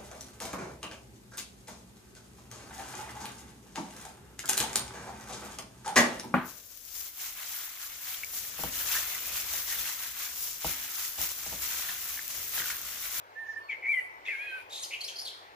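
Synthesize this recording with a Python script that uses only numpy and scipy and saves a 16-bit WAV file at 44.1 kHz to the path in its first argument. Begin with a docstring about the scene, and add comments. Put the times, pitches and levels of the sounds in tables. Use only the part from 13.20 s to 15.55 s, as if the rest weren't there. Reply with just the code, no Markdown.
"""Songbird beside a lake

A songbird gives a level whistle, two slurs, a two-voiced note and a harsh chatter of fast sweeps.
Its two sound sources sing apart, or together and then add sum tones. Nearby surfaces echo it back
to a stereo microphone. Farther off a second bird chirps, and a soft plop comes near the end.
Low wind and a distant rush from the left lie underneath."""
import sys
import numpy as np
from scipy import signal
from scipy.fft import rfft, irfft, next_fast_len
from scipy.io import wavfile
from scipy.ndimage import uniform_filter1d

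SR = 44100
rng = np.random.default_rng(int(sys.argv[2]) if len(sys.argv) > 2 else 0)


def materialize(psi):
    """Save the field psi as 16-bit PCM at rate SR to the path in sys.argv[1].

    A 1-D psi becomes a single channel; in a 2-D psi each row is a channel.
    """
    bounded = np.clip(np.atleast_2d(psi).T, -1, 1)
    quanta = np.round(bounded * 32767).astype(np.int16)
    wavfile.write(sys.argv[1], SR, quanta)


N = 103635

# Place of each part of the song: part, left_minus_right_db
PAN_DB = dict(whistle=-6.5, slurs=1.5, low=0, high=2, chatter=1)
# Spectrum of the bird's bright hiss: frequency_hz, relative_db
BRIGHT_HISS = [(1500, -8), (3000, 8), (6500, 9.5), (8500, -6.5), (9500, -6), (11000, 11), (13000, -4),
               (13800, -23)]
HAZE_HZ, FLUTTER_HZ, SHAKE_HZ = 170, 274, 900  # rates of random wobble in the song
EDGE_S = 0.0017  # fade at each end of a note


def amp(db):
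    """Decibels to gain."""
    return 10 ** (np.asarray(db) / 20)


def unit(x):
    """Scales to rms 1."""
    return x / np.sqrt(np.mean(x ** 2) + 1e-20)


def read(points, hz):
    """Reads a table on a log-frequency axis."""
    f, value = np.transpose(points)
    return np.interp(np.log(hz + 1), np.log(f + 1), value)


def equalise(x, spectrum):
    """Filters a sound by a table of frequency and decibels."""
    return irfft(rfft(x) * amp(read(spectrum, np.fft.rfftfreq(N, 1 / SR))), N)


def clock():
    """Time of each sample in seconds."""
    return np.arange(N) / SR


def wobble(hz):
    """Smooth random motion up to a rate, rms 1."""
    return unit(irfft(rfft(rng.standard_normal(N)) / (1 + (np.fft.rfftfreq(N, 1 / SR) / hz) ** 4), N))


def pan(x, db):
    """Places a sound in stereo; positive is to the left."""
    return x * amp([[db / 2], [-db / 2]])


def phase_of(hz):
    """Running phase of a pitch curve."""
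    return 2 * np.pi * np.cumsum(hz) / SR


def add(mix, start_s, sound):
    """Mixes a sound in at a time."""
    part = mix[round(start_s * SR):][:len(sound)]
    part += sound[:len(part)]


def scatter(x, decay):
    """Dense random reflections; each band dies away by a table of frequency and t60."""
    hz, t, bands = signal.stft(rng.standard_normal((2, SR)), SR, nperseg=256)
    tail = signal.istft(bands * amp(-60 * t / read(decay, hz)[:, None]), SR, nperseg=256)[1]
    tail *= np.clip(np.arange(tail.shape[1]) / SR / 0.0092, 0, 1) ** 2
    return signal.fftconvolve(x, tail / np.linalg.norm(tail[0]), axes=1)[:, :N]


def lakeside(x, early_db, tail_db, early_t60_s=0.096, left_lag_s=0.00004):
    """Direct sound that reaches the right channel first, a few echoes, near scatter and a far tail."""
    # Echoes off nearby surfaces: delay_s, left_db, right_db
    echoes = [(.0034, -12, -15), (.0093, -13, -26), (0.018, -9, -15)]
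    # Decay of the surroundings: frequency_hz, t60_s
    decay = [(1500, 0.4), (2300, 0.68), (4500, 0.59), (14000, 0.47)]
    size = next_fast_len(N + SR // 8)
    delay = -2j * np.pi * np.fft.rfftfreq(size, 1 / SR)
    paths = 1 + sum(amp([[left_db], [right_db]]) * np.exp(delay * s) for s, left_db, right_db in echoes)
    near = irfft(rfft(x, size) * paths * np.exp(delay * np.array([[left_lag_s], [0]])), size)[:, :N]
    return near + amp(early_db) * scatter(x, [(1, early_t60_s)]) + amp(tail_db) * scatter(x, decay)


def wind_and_rush(left_lead_s=0.00039, patch_db=2, rise_db_per_s=0.43):
    """Low wind and a distant rush that reaches the left channel first, with a faint hum."""
    # Spectrum of wind and rush: frequency_hz, relative_db
    spectrum = [(25, -20.5), (70, -9.5), (130, -16.5), (240, -18), (400, -2), (950, 2), (1300, -4),
                (2200, -6.5), (3200, -15.5), (6000, -23.5), (9000, -34.5), (13000, -28.5)]
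    # Likeness of the two channels: frequency_hz, coherence (0-1)
    coherence = [(100, 0.05), (400, 0.95), (900, 0.95), (4000, 0.08)]
    frames, hz = N // 512 + 5, np.fft.rfftfreq(2048, 1 / SR)
    a, b, c, d, patches = rng.standard_normal((frames, len(hz), 5)).T
    left, unrelated = a + 1j * b, c + 1j * d
    patches = unit(uniform_filter1d(uniform_filter1d(patches, size=14, axis=0), size=7, axis=1))
    same = read(coherence, hz)[:, None]
    delayed = left * np.exp(-2j * np.pi * hz[:, None] * left_lead_s)
    right = same * delayed + np.sqrt(1 - same ** 2) * unrelated
    bands = np.array([left, right]) * amp(read(spectrum, hz)[:, None] + patch_db * patches)
    rush = unit(signal.istft(bands, nperseg=2048, noverlap=1536)[1][:, :N])
    hum = np.sqrt(2) * amp(-77.5) * np.sin(phase_of(hz=99 + wobble(hz=2.77)))
    return pan(rush * amp(-53 + rise_db_per_s * clock()), db=1.5) + hum


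def whistle(pitch_hz=1798.7, pitch_sag=0.056):
    """One level whistle whose loudness dips briefly, as if beating with its echo; faint odd overtones."""
    # Stretches of the whistle between dips: start_s, length_s, level_db
    stretches = [(0.152, 0.11, -40), (.261, 0.014, -45.5), (.277, 0.048, -36.5), (0.333, 0.016, -42.5),
                 (0.357, 0.039, -36)]
    out = np.zeros(N)
    for start, length, db in stretches:
        arch = abs(np.sin(np.pi * np.arange(0, length, 1 / SR) / length))
        phase = phase_of(pitch_hz * (1 - pitch_sag * (1 - np.sqrt(arch))))
        haze = amp(-36) * wobble(HAZE_HZ)[:len(arch)] * (np.sin(5 * phase) + np.sin(7 * phase))
        add(out, start, np.sqrt(2) * amp(db) * arch ** 0.86 * (np.sin(phase) + haze))
    return pan(out, PAN_DB["whistle"])


def far_chirps(warble=0.4, t60_s=0.37):
    """Thin, warbling, falling chirps of a farther bird, blurred by distance."""
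    # Distant calls: start_s, length_s, first_hz, last_hz, level_db
    calls = [(0.225, .13, 6290, 4870, -60.5), (0.402, 0.065, 4420, 4300, -56.5)]
    out = np.zeros(N)
    for start, length, first_hz, last_hz, db in calls:
        progress = np.arange(0, length, 1 / SR) / length
        glide = progress + warble * wobble(FLUTTER_HZ)[:len(progress)]
        phase = phase_of(first_hz + (last_hz - first_hz) * glide)
        add(out, start, amp(db) * np.sin(np.pi * progress) * np.sin(phase))
    return scatter(out[None], [(1, t60_s)])


def voice(curve, jitter=0.0356):
    """One of the bird's sources flutters along a pitch and level curve: gives amplitude and phase."""
    # Roughness through the song: time_s, flutter_depth (0-1)
    roughness = [(.5, 0.18), (.535, 0.68), (.63, 0.18), (.69, 0.09), (.8, 0.03), (1.06, 0.75), (1.16, 0.09),
                 (1.35, 0.08), (1.41, 0.7), (1.6, .25)]
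    t, (times, hz, db) = clock(), np.transpose(curve)
    rough = np.interp(t, *np.transpose(roughness))
    gate = np.clip(np.minimum(t - times[0], times[-1] - t) / EDGE_S, 0, 1)
    pitch = uniform_filter1d(np.interp(t, times, hz), size=200)
    pitch *= 1 + jitter * rough * wobble(FLUTTER_HZ)
    flutter = (1 + rough * wobble(FLUTTER_HZ)) / np.sqrt(1 + rough ** 2)
    return np.sqrt(2) * gate * amp(np.interp(t, times, db)) * flutter, phase_of(pitch)


def pure(curve):
    """A voice with no overtones."""
    size, phase = voice(curve)
    return size * np.sin(phase)


def hiss(x, spectrum, db):
    """Stereo noise that follows the loudness of a sound."""
    noise = unit(equalise(rng.standard_normal((2, N)), spectrum))
    return amp(db) * noise * np.sqrt(abs(uniform_filter1d(x ** 2, size=400)))


def slurs():
    """Gives a falling slur and an arched one, each with a fainter voice above it."""
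    # Lower and upper voice of each slur: time_s, pitch_hz, level_db
    fall = [(.486, 2626, -51), (.497, 2285, -34.5), (.514, 2212, -32), (.533, 2035, -35.5),
            (.542, 1940, -82.5)]
    fall_upper = [(0.508, 3345, -52), (.525, 2937, -51.5), (.535, 2300, -41.5), (0.542, 2150, -35.5)]
    arch = [(.664, 2130, -27.5), (.69, 2325, -29.5), (.706, 2378, -27), (.722, 2260, -27),
            (.744, 2065, -29), (.762, 2068, -50), (.774, 2005, -27), (0.798, 1992, -29.5),
            (0.805, 1870, -42.5)]
    arch_upper = [(.708, 3650, -67), (.73, 3260, -55), (.755, 3000, -52), (0.815, 2855, -54)]
    falling = pure(fall) + pure(fall_upper)
    arched = pure(arch) + pure(arch_upper) * wobble(HAZE_HZ)
    return pan(falling, PAN_DB["slurs"]), pan(arched, PAN_DB["slurs"])


def rasp(falling, arched, two_voiced, burst_s=1.053, fade_s=0.14, lag_s=0.02):
    """Hiss rides on the slurs; the two-voiced note starts with a harsh rasp and keeps a light one."""
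    # Spectra of the harsh and the light rasp: frequency_hz, relative_db
    harsh = [(1200, -27), (2000, 17), (4500, -7.5), (7000, -8), (8000, -24.5)]
    light = [(1500, -3), (2400, 14.5), (4000, 2), (6500, -9), (8000, -9), (11500, -0.5), (14000, -15)]
    t = clock() - burst_s
    on_slurs = hiss(falling, harsh, db=-16) + hiss(arched, BRIGHT_HISS, db=-36.5)
    burst = hiss((t > 0) * np.exp(-abs(t) / fade_s), harsh, db=-45.5)
    steady = hiss(np.sign(two_voiced), light, db=-57.5)
    return on_slurs + burst + np.roll(steady, round(lag_s * SR), axis=1)


def burrs():
    """A few very quick, swelling sweeps open the arched slur and the two-voiced note."""
    # Runs of sweeps: start_s, length_s, sweeps_per_s, first_hz, last_hz, final_db, swell_db, sharpness
    runs = [(.623, .044, 91, 2420, 1935, -28, 12, 0.59), (1.059, 0.026, 86, 2143, 2805, -31.5, 10, 2.3)]
    out = np.zeros(N)
    for start, length, per_s, first_hz, last_hz, db, swell_db, sharpness in runs:
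        t = np.arange(0, length, 1 / SR)
        sweep = t * per_s % 1
        swell = np.sqrt(2) * amp(db + swell_db * (t / length - 1))
        pulses = abs(np.sin(np.pi * sweep)) ** sharpness
        add(out, start, swell * pulses * np.sin(phase_of(first_hz + (last_hz - first_hz) * sweep)))
    return pan(out, PAN_DB["slurs"])


def sizzle(note, band_hz=(8060, 12100), lag_s=0.04):
    """A high sizzle that swells and fades just behind a loud note."""
    band = signal.butter(3, band_hz, "band", fs=SR, output="sos")
    noise = unit(signal.sosfilt(band, rng.standard_normal((2, N))))
    swell = np.sqrt(abs(uniform_filter1d(uniform_filter1d(note[0] ** 2, size=2000), size=2000)))
    return amp(-35) * np.roll(swell, round(lag_s * SR)) * noise


def two_voiced_note(settle_s=1.14, coupled_s=0.3):
    """Both sources sing; coupling adds their sum tone, the lower's octave and two raspy tones between."""
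    # The two voices and a brief high lead-in: time_s, pitch_hz, level_db
    low_voice = [(1.083, 2170, -33), (1.103, 1996, -37.5), (1.125, 1752, -47.5), (1.148, 1572, -45.5),
                 (1.19, 1590, -51.5), (1.244, 1672, -47.5), (1.29, 1588, -52), (1.326, 1561, -41.5),
                 (1.378, 1537, -46.5), (1.403, 1475, -55)]
    high_voice = [(1.078, 2750, -47.5), (1.11, 2432, -36.5), (1.136, 2196, -36), (1.168, 2128, -44),
                  (1.212, 2455, -38), (1.27, 2500, -40.5), (1.32, 2519, -40.5), (1.366, 2530, -49.5),
                  (1.408, 2345, -47.5)]
    lead_in = [(1.047, 3330, -56), (1.063, 3627, -50.5), (1.09, 2980, -54)]
    (low_size, low), (high_size, high) = voice(low_voice), voice(high_voice)
    coupling = np.sin(np.pi * np.clip((clock() - settle_s) / coupled_s, 0, 1))
    between = np.sin((2 * low + high) / 3) + np.sin((low + 2 * high) / 3)
    between *= (1 + wobble(HAZE_HZ)) / np.sqrt(2)
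    extra = amp(-12) * np.sin(2 * low) + amp(-23.5) * np.sin(low + high) + amp(-11.5) * between
    extra *= coupling * np.sqrt(abs(low_size * high_size))
    lower = low_size * np.sin(low) + extra + pure(lead_in)
    return pan(lower, PAN_DB["low"]) + pan(high_size * np.sin(high), PAN_DB["high"])


def twitters(foot=0.5, db_per_harmonic=-3):
    """Quick arches of pitch, clean on the flanks and harsh at the top, ring the throat."""
    # Arches ahead of the throat: start_s, length_s, top_hz, source_db
    arches = [(1.495, 0.036, 4090, -49.5), (1.522, 0.019, 4060, -40.5), (1.536, 0.019, 4030, -40.5),
              (1.553, 0.018, 4010, -39), (1.57, 0.022, 3900, -40)]
    # Resonance of the throat: frequency_hz, gain_db
    throat = [(2000, -11.5), (3000, -11), (3750, 2), (4600, -6.5), (6500, -7), (8400, -7.5), (9500, -35),
              (11500, -17), (14000, -38)]
    out, shake = np.zeros(N), wobble(SHAKE_HZ)
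    for start, length, top_hz, db in arches:
        arch = np.sin(np.pi * np.arange(0, length, 1 / SR) / length)
        harsh = 0.11 * arch ** 6 * shake[round(start * SR):][:len(arch)]
        phase = phase_of(top_hz * (foot + (1 - foot) * arch + harsh))
        partials = sum(amp(db_per_harmonic * (k - 1)) * np.sin(k * phase) for k in range(1, 4))
        add(out, start, np.sqrt(2) * amp(db) * abs(arch) ** 0.18 * partials)
    return equalise(out, throat)


def swoop(dive_s=1.63, spread_hz=750):
    """A high, noisy screech ends the twitters; it turns clean and gains its octave as it dives."""
    # Upper and lower voice: time_s, pitch_hz, level_db
    upper = [(1.592, 6310, -54), (1.6, 8030, -42.5), (1.615, 8930, -52), (1.627, 8300, -41),
             (1.634, 6570, -39.5), (1.641, 4990, -35.5), (1.651, 4140, -39)]
    lower = [(1.59, 3770, -55), (1.618, 3800, -52), (1.628, 4350, -43.5), (1.645, 2710, -44.5)]
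    size, phase = voice(upper)
    phase += phase_of(spread_hz * (clock() <= dive_s) * wobble(SHAKE_HZ))
    octave = amp(-6) * (clock() > dive_s + 2 * EDGE_S) * np.sin(2 * phase)
    return size * (np.sin(phase) + octave) + pure(lower)


def chirps():
    """Very fast sweeps through three pitches, the rough ones shaken in pitch and level."""
    # Sweeps: start_s, length_s, first_hz, middle_hz, last_hz, level_db, octave_db, roughness
    sweeps = [(1.706, 0.011, 2643, 2256, 1950, -45, -7.5, 0.56),
              (1.715, 0.0078, 3040, 2350, 2060, -40, -16, 0),
              (1.723, .009, 3240, 2486, 2100, -37.5, -28, 0),
              (1.734, .009, 3047, 2580, 2200, -32.5, -41, 0.02),
              (1.741, 0.011, 3297, 2796, 2090, -35, -27, 0),
              (1.757, 0.01, 3200, 2760, 2140, -50, -37, 0.36),
              (1.806, 0.015, 3980, 4404, 4530, -36.5, -54, 0.08),
              (1.837, 0.018, 3840, 4726, 5800, -37.5, -12, 0.29),
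              (1.877, 0.014, 6240, 3880, 2900, -38.5, -6, 0.66),
              (1.886, 0.024, 3625, 3130, 3160, -48, -5, 1.27),
              (1.957, 0.017, 4210, 4680, 5700, -41, -25, 0.2),
              (1.984, .021, 4254, 4703, 5800, -36.5, -19, 0.17),
              (2.009, 0.018, 4070, 5010, 5460, -43, -5, 0.05),
              (2.05, 0.017, 4546, 4264, 4740, -39, -13.5, 0.52),
              (2.061, 0.014, 4630, 3430, 3120, -42, -32, 0.1),
              (2.073, .018, 4646, 3590, 3170, -38, -16, 0.52),
              (2.106, 0.014, 3640, 3146, 3000, -47, -29, 0.4)]
    out, shake, flutter = np.zeros(N), wobble(hz=704), wobble(hz=503)
    for start, length, *pitches_hz, db, octave_db, rough in sweeps:
        progress = np.arange(0, length, 1 / SR) / length
        at = round(start * SR) + np.arange(len(progress))
        hz = np.exp(np.polyval(np.polyfit([0, .5, 1], np.log(pitches_hz), 2), progress))
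        phase = phase_of(hz * (1 + 0.086 * rough * shake[at]))
        size = np.sqrt(2) * amp(db) * abs(np.sin(np.pi * progress)) ** 0.38
        size *= 1 + 0.59 * rough * flutter[at]
        add(out, start, size * (np.sin(phase) + amp(octave_db) * np.sin(2 * phase)))
    return out


def nasal_chirp(start_s=1.808, length_s=0.02, top_hz=1590, rise=0.06, db_per_harmonic=-3):
    """One nasal chirp: harmonics 2 to 7 of a low, silent fundamental."""
    out = np.zeros(N)
    arch = np.sin(np.pi * np.arange(0, length_s, 1 / SR) / length_s)
    phase = phase_of(top_hz * (1 - rise * (1 - arch)))
    partials = sum(amp(db_per_harmonic * (k - 3)) * np.sin(k * phase) for k in range(2, 8))
    add(out, start_s, amp(-46) * arch * partials)
    return out


def chatter(shrill_hz=4200):
    """Hissy twitters and swoop, then chirps; the higher a chirp, the more it hisses and fizzes."""
    fizz = [(7000, -25), (9000, -2)]  # frequency_hz, relative_db
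    opening, closing = twitters() + swoop(), chirps() + nasal_chirp()
    shrill = signal.sosfilt(signal.butter(3, shrill_hz, "high", fs=SR, output="sos"), closing)
    noise = hiss(opening, BRIGHT_HISS, db=-8.5) + hiss(shrill, BRIGHT_HISS, db=-8)
    return pan(opening + closing, PAN_DB["chatter"]) + noise + hiss(shrill, fizz, db=-17.5)


def plop(start_s=2.21, pitch_hz=760, width_hz=350, t60_s=0.14):
    """A soft low plop: a narrow band of noise that dies quickly."""
    t = clock() - start_s
    ring = unit(wobble(width_hz / 2) * np.sin(2 * np.pi * pitch_hz * t))
    return amp(-50 - 60 * abs(t) / t60_s) * (t > 0) * ring


def scene():
    """The song and its echoes at the microphone, with the farther bird, wind, rush and plop."""
    ending = chatter()
    bird = lakeside(whistle(), early_db=-8.5, tail_db=-7)
    falling, arched = slurs()
    two_voiced = two_voiced_note()
    notes = falling + arched + two_voiced + rasp(falling, arched, two_voiced) + burrs() + sizzle(arched)
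    bird += lakeside(notes, early_db=-4.5, tail_db=-9)
    bird += lakeside(ending, early_db=-10, tail_db=-3.5)
    return bird + far_chirps() + wind_and_rush() + plop()


def record(dry):
    """The band limit of the recorder."""
    lowpass = signal.firwin(511, cutoff=15600, window=("kaiser", 9), fs=SR)
    return signal.oaconvolve(dry, lowpass[None], "same")


dry = scene()
out = record(dry)
materialize(out)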